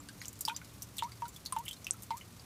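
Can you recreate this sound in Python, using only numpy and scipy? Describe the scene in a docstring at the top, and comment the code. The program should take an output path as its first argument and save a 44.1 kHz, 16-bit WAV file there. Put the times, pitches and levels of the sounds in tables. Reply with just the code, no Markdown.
"""Water drips from a rock overhang into a shallow pool, close by.
Heavy drops trap large bubbles that plink and bend upward as they near the surface.
Small drops tick, spatter and ring tiny bubbles; one lands very near with a hard click.
The rock answers briefly, over a faint trickle, a faint drone and a low outdoor rumble."""
import sys
import numpy as np
from scipy import signal
from scipy.fft import rfft, irfft, next_fast_len
from scipy.io import wavfile
from scipy.ndimage import map_coordinates

SR = 44100
rng = np.random.default_rng(int(sys.argv[2]) if len(sys.argv) > 2 else 0)


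def waveform_to_disk(signal):
    """Save audio, clipped to [-1, 1], as 16-bit WAV at the path in sys.argv[1]."""
    frames = np.transpose(np.atleast_2d(signal))
    scaled = np.clip(frames, -1, 1) * 32767
    samples = np.round(scaled).astype(np.int16)
    wavfile.write(sys.argv[1], SR, samples)


N = 108045
T = np.arange(SR // 5) / SR  # time within one event, s

# t/s, f/Hz, level/dB, t60/s, time to surface/s, pitch rise by then/fraction, echo/dB
LARGE_BUBBLES = [(0.4799, 885, -26.5, 0.17, 0.044, 0.087, -10),
                 (1.0234, 913.4, -25, 0.15, 0.038, 0.11, -16), (1.221, 933, -31, 0.17, 0.046, 0.0345, -14),
                 (1.5243, 1019, -30, 0.14, 0.049, 0.04, -7.5),
                 (1.5644, 893, -25.5, 0.15, 0.044, 0.095, -10), (2.1065, 897, -27, 0.19, 0.042, 0.086, -11)]
# t/s, f/Hz, level/dB, t60/s
SMALL_BUBBLES = [(.0015, 7270, -45.5, 0.033), (.002, 1200, -48.5, 0.035), (0.089, 1580, -42, 0.048),
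                 (0.088, 4800, -35.5, 0.0063), (.205, 6570, -45, .03), (0.2165, 1930, -31.5, 0.0089),
                 (0.216, 4200, -32, 0.0048), (0.2488, 2970, -36.5, 0.0055), (.256, 6400, -27, 0.0039),
                 (0.282, 6970, -27.5, 0.0063), (0.2833, 6570, -33, 0.0091), (.4083, 12030, -27, 0.012),
                 (0.4098, 8360, -29, 0.017), (0.4516, 5080, -20, 0.012), (.4607, 5440, -35, .009),
                 (0.4776, 3130, -31, 0.0053), (0.484, 3130, -20.5, 0.01), (0.497, 2500, -31, 0.019),
                 (0.497, 1436, -34, 0.036), (.546, 3650, -44, .008), (.548, 4860, -42.5, 0.04),
                 (0.5645, 6950, -28.5, 0.012), (.5636, 5630, -29.5, 0.011), (0.616, 1450, -43, 0.022),
                 (.6154, 2160, -43.5, 0.02), (0.8212, 5820, -31, 0.0087), (0.8249, 5850, -36.5, 0.018),
                 (0.8295, 7400, -32, 0.0036), (0.9832, 3600, -27.5, 0.011), (.9834, 7760, -30, 0.0075),
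                 (0.9896, 3180, -24, 0.0051), (0.9927, 3380, -28.5, .011), (.9958, 3010, -32.5, .016),
                 (1.009, 3170, -39, 0.02), (1.025, 3790, -43.5, 0.032), (1.0345, 4670, -37.5, 0.01),
                 (1.043, 6060, -43, 0.022), (1.042, 2130, -52, 0.039), (1.119, 4650, -42.5, 0.019),
                 (1.119, 2075, -46, 0.025), (1.2548, 1375, -39.5, 0.022), (1.291, 7100, -42, .012),
                 (1.362, 3310, -42.5, 0.019), (1.4602, 4460, -25.5, 0.009), (1.4627, 6700, -37.5, .014),
                 (1.4688, 4380, -33, 0.008), (1.5241, 8830, -23.5, 0.012), (1.5262, 9730, -28.5, 0.013),
                 (1.566, 2080, -47, .025), (1.57, 2790, -42.5, 0.023), (1.661, 2980, -40, 0.025),
                 (1.668, 2180, -43.5, 0.033), (1.681, 3050, -27, 0.017), (1.685, 3150, -29.5, 0.0074),
                 (1.7106, 3080, -31.5, 0.027), (1.74, 6000, -46, .014), (1.7303, 3920, -40.5, 0.011),
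                 (1.7662, 4180, -50.5, 0.038), (1.8449, 5320, -31.5, .006), (1.8468, 5800, -34, 0.0056),
                 (1.8679, 2583, -25, 0.012), (1.942, 1307, -47, 0.057), (1.9335, 6240, -46, 0.017),
                 (2.12, 2060, -43, 0.043), (2.2117, 2920, -41.5, 0.026), (2.2092, 2090, -47.5, 0.042),
                 (2.396, 4610, -47, 0.032)]
# drops on wet stone or water: t/s, level/dB, centre f/Hz, spray t60/s
DROP_IMPACTS = [(0.087, -42.5, 5200, 0.031), (0.2172, -44, 6600, 0.15), (0.247, -45, 6400, .02),
                (0.257, -39, 9000, 0.0091), (0.282, -32, 10800, 0.023), (0.3298, -43, 10000, 0.036),
                (0.356, -47, 5970, 0.0077), (.391, -43.5, 11100, 0.015), (0.4082, -30.5, 11100, 0.067),
                (.452, -29.5, 9300, 0.033), (0.464, -40, 9000, .006), (0.4774, -38, 6940, 0.014),
                (.484, -37, 8500, 0.024), (0.4935, -42, 6960, 0.036), (0.5635, -38.5, 4270, 0.038),
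                (.565, -39, 9000, 0.034), (0.6468, -46.5, 6360, 0.026), (.739, -45, 12000, 0.0071),
                (0.8217, -34, 9300, 0.035), (.828, -36, 11500, .025), (0.9694, -34.5, 8360, 0.0062),
                (0.9764, -38, 9000, .005), (0.9832, -28, 12600, 0.011), (0.9898, -32, 8400, 0.009),
                (1.0348, -41, 6850, 0.031), (1.1195, -46, 4200, 0.026), (1.2546, -45.5, 4970, 0.015),
                (1.2811, -38.5, 11500, 0.053), (1.3618, -43.5, 8640, 0.065), (1.4533, -36, 6700, 0.0058),
                (1.463, -41, 7600, 0.05), (1.5244, -33.5, 10000, 0.016), (1.587, -37.5, 10200, 0.02),
                (1.6535, -37, 12300, 0.031), (1.6811, -36, 9200, 0.032), (1.6885, -31.5, 11100, 0.01),
                (1.7104, -41.5, 8700, 0.048), (1.73, -42, 6950, 0.036), (1.845, -37.5, 7600, .015),
                (1.8679, -33, 8000, 0.0054), (1.9343, -40.5, 11000, 0.03), (2.023, -35.5, 11500, 0.033),
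                (2.0334, -35, 10600, 0.023), (2.17, -41.5, 8450, 0.049), (2.1797, -40, 9100, 0.011),
                (2.278, -53, 6500, 0.022), (2.396, -50.5, 5030, .045)]
# ring of the nearest drop: f/Hz, level/dB, t60/s
SNAP_MODES = [(6410, -14.5, 0.0028), (7480, -9, 0.0019), (8350, -9.5, 0.003)]
# scatter off the overhang: f/Hz, t60/s
ROCK_DECAY = [(800, 0.075), (3000, 0.091), (12000, 0.043)]
# outdoor noise spectrum: f/Hz, relative density/dB
AIR_SPECTRUM = [(15, -54), (25, -18), (66, 1.5), (135, -1.5), (195, -1), (250, -7.5), (389, -12),
                (782, -16.5), (1170, -15), (1660, -20.5), (2360, -19.5), (2630, -22), (4380, -21),
                (5280, -22), (6050, -21.5), (12200, -25), (14300, -27.5), (15500, -29)]
# distant drone: f/Hz, start level/dB, end level/dB
DRONE_TONES = [(113.8, -61.5, -61), (289, -64, -78.5)]


def plinks():
    """Large bubbles start sharp, settle, glide up and fade at the surface; the rock face echoes them."""
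    pinch_s, attack_s, surfacing_s, echo_s = 0.0013, 0.00036, 0.0033, 0.0084
    max_rise, surfaced_db, surfaced_t60_s, octave_db = 0.5, -5, 0.42, -38.5
    out = np.zeros(N)
    for onset_s, hz, db, t60_s, surface_s, surface_rise, echo_db in LARGE_BUBBLES:
        pinch = 0.24 * np.exp(-T / pinch_s)
        rise = max_rise * np.tanh(surface_rise * (T / surface_s) ** 3 / max_rise)
        phase = phase_rad(hz * (1 + pinch + rise))
        surfaced = 0.5 + 0.5 * np.tanh((T - surface_s) / surfacing_s)
        envelope = amp(db + surfaced_db * surfaced) * fade(T, t60_s) * attack(attack_s)
        envelope *= fade(np.maximum(T - surface_s, 0), surfaced_t60_s)
        ring = rock(envelope * (np.sin(phase) + amp(octave_db) * np.sin(2 * phase)), wet_db=-14.5)
        add(out, onset_s, ring + amp(db) * cavity_clap())
        add(out, onset_s + echo_s, amp(echo_db) * ring)
    # bubbles radiate little below their own pitch
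    return signal.sosfilt(signal.butter(2, 480, 'highpass', fs=SR, output='sos'), out)


def cavity_clap():
    """The cavity shuts as a large bubble forms: a dull, unpitched crack."""
    burst = rng.standard_normal(len(T)) * fade(T, t60_s=0.0038)
    burst[0] += 4
    return rock(amp(-5) * bandpass(burst, edges_hz=(1200, 4500), order=1), wet_db=-2)


def small_bubbles():
    """Small bubbles start sharp, wobble, rise and burst; short-lived ones start harder, wobble more."""
    steady_t60_s, pinch_cycles, rise_per_t60 = 0.033, 1.6, 0.028
    out = np.zeros(N)
    for onset_s, hz, db, t60_s in SMALL_BUBBLES:
        wobble = 0.034 * np.sqrt(steady_t60_s / t60_s) * drift(T, rate_hz=714)
        pinch = 0.075 * np.exp(-T * hz / pinch_cycles)
        rise = rise_per_t60 * np.minimum(T / t60_s, 2)
        phase = phase_rad(hz * (1 + pinch + rise + wobble))
        attack_s = 0.0001 + 0.011 * t60_s ** 2 / steady_t60_s
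        burst_gate = 1 / (1 + (T / t60_s) ** 8)
        envelope = amp(db) * fade(T, t60_s) * attack(attack_s) * burst_gate
        add(out, onset_s, rock(envelope * np.sin(phase), wet_db=-6.5))
    return out


def splash(centre_hz, t60_s):
    """A tick at first contact, then a dying spray of tiny contacts and bubbles."""
    contacts_per_s, spray_db, tick_db, half_width_oct = 2200, -8, 2.5, 0.95
    contacts = rng.standard_normal(len(T)) * (rng.random(len(T)) < contacts_per_s / SR)
    spray = amp(spray_db) * unit(contacts) * fade(T, t60_s)
    spray[0] += 2 * amp(tick_db)
    low_hz = centre_hz / 2 ** half_width_oct
    high_hz = min(centre_hz * 2 ** half_width_oct, SR / 2.2)
    sound = bandpass(spray, (low_hz, high_hz), order=3) * np.sqrt(SR / 2 / (high_hz - low_hz))
    add(sound, 0, amp(-1) * fizz(centre_hz, t60_s))
    return rock(sound, wet_db=-2)


def fizz(centre_hz, spray_t60_s):
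    """Tiny bubbles ring in the spray, the later ones weaker."""
    count, spread_oct, cycles_per_t60 = 6, 0.49, 22.6
    when, pitch = rng.random((2, count, 1))
    onset_s = when ** 2 * spray_t60_s / 2
    age_s = np.maximum(T[:SR // 40] - onset_s, 0)
    hz = centre_hz * 2 ** (spread_oct * (2 * pitch - 1))
    rings = np.sin(2 * np.pi * hz * age_s) * fade(age_s, cycles_per_t60 / hz)
    return (rings * fade(onset_s, spray_t60_s)).sum(axis=0)


def near_drips():
    """Drops strike wet stone or water close by."""
    out = np.zeros(N)
    for onset_s, db, centre_hz, t60_s in DROP_IMPACTS:
        add(out, onset_s, amp(db) * splash(centre_hz, t60_s))
    return out


def snap():
    """The nearest drop: a hard, almost dry click of a few cycles."""
    ring = sum(amp(db) * np.sin(2 * np.pi * hz * T) * fade(T, t60_s) for hz, db, t60_s in SNAP_MODES)
    click = bandpass(ring * attack(0.0001), edges_hz=(5680, 9760), order=4)
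    out = np.zeros(N)
    add(out, onset_s=1.9089, sound=rock(click, wet_db=-10.3))
    return out


def far_drips():
    """Faint drops land at random farther along the rock."""
    drips_per_s, mean_db, spread_db = 30, -55, 4
    out = np.zeros(N)
    for when, size, pitch in rng.random((round(drips_per_s * N / SR), 3)):
        drip = splash(centre_hz=7500 * 2 ** (pitch - 0.5), t60_s=0.03)
        add(out, when * N / SR, amp(mean_db + spread_db * (2 * size - 1)) * drip)
    return out


def rock(x, wet_db):
    """A sound plus its short scatter off the overhang, different for each spot."""
    delay_s = 0.0013
    hz, t, spectrum = signal.stft(rng.standard_normal(len(T)), SR, nperseg=64)
    spectrum = spectrum * fade(t, log_interp(ROCK_DECAY, hz)[:, None])
    tail = signal.istft(spectrum, SR, nperseg=64)[1][:len(T)] * (T > delay_s)
    return x + amp(wet_db) * signal.fftconvolve(x, tail / np.linalg.norm(tail))[:len(x)]


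def rumble_and_trickle():
    """Low outdoor rumble; the treble flickers as the hiss of trickling water."""
    air_db, hiss_corner_hz, flicker_db = -54.5, 2500, 1.5
    noise = filtered(rng.standard_normal(N), lambda hz: amp(log_interp(AIR_SPECTRUM, hz)))
    air = amp(air_db) * unit(noise)
    hiss = filtered(air, lambda hz: hz ** 2 / (hz ** 2 + hiss_corner_hz ** 2))
    flicker = amp(flicker_db * drift(np.arange(N) / SR, rate_hz=120))
    return air + hiss * (flicker - 1)


def drone():
    """Two faint distant tones, wavering in pitch and level."""
    waver_hz, waver_db = 2.443, 2.5
    t = np.arange(N) / SR
    out = np.zeros(N)
    for hz, start_db, end_db in DRONE_TONES:
        phase = phase_rad(hz + waver_hz * drift(t, rate_hz=6))
        rms_db = np.linspace(start_db, end_db, N) + waver_db * drift(t, rate_hz=6)
        out += amp(rms_db) * np.sqrt(2) * np.sin(phase)
    return out


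def amp(db):
    """Decibels to gain."""
    return 10 ** (np.asarray(db) / 20)


def unit(x):
    """Scale to rms 1."""
    return x / np.sqrt(np.mean(x ** 2) + 1e-20)


def attack(tau_s):
    """Exponential rise to 1."""
    return 1 - np.exp(-T / tau_s)


def fade(t, t60_s):
    """Exponential decay."""
    return amp(-60 * t / t60_s)


def phase_rad(hz):
    """Running phase of a varying frequency."""
    return 2 * np.pi * np.cumsum(hz) / SR


def drift(t, rate_hz):
    """Smooth curve through rate_hz random points a second."""
    return map_coordinates(rng.standard_normal(4096), [t * rate_hz], mode='mirror')


def log_interp(points, hz):
    """Interpolate (f/Hz, value) points on a log axis."""
    knots_hz, values = np.transpose(points)
    return np.interp(np.log(hz + 1), np.log(knots_hz + 1), values)


def bandpass(x, edges_hz, order):
    """Butterworth band-pass."""
    return signal.sosfilt(signal.butter(order, edges_hz, 'bandpass', fs=SR, output='sos'), x)


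def filtered(x, response):
    """Zero-phase filter of gain response(hz)."""
    size = next_fast_len(len(x) + 4096)
    return irfft(rfft(x, size) * response(np.fft.rfftfreq(size, 1 / SR)), size)[:len(x)]


def add(track, onset_s, sound):
    """Mix a sound in at onset_s."""
    i = round(onset_s * SR)
    track[i:i + len(sound)] += sound[:max(0, len(track) - i)]


def scene():
    """Mono mix at the edge of the pool."""
    background = rumble_and_trickle() + drone()
    return (plinks() + small_bubbles() + near_drips() + far_drips() + snap() + background)[None]


def record(dry):
    """Steep low-pass band limit."""
    cutoff_hz = 15300
    return np.array([filtered(x, lambda hz: 1 / np.sqrt(1 + (hz / cutoff_hz) ** 160)) for x in dry])


dry = scene()
out = record(dry)
waveform_to_disk(out)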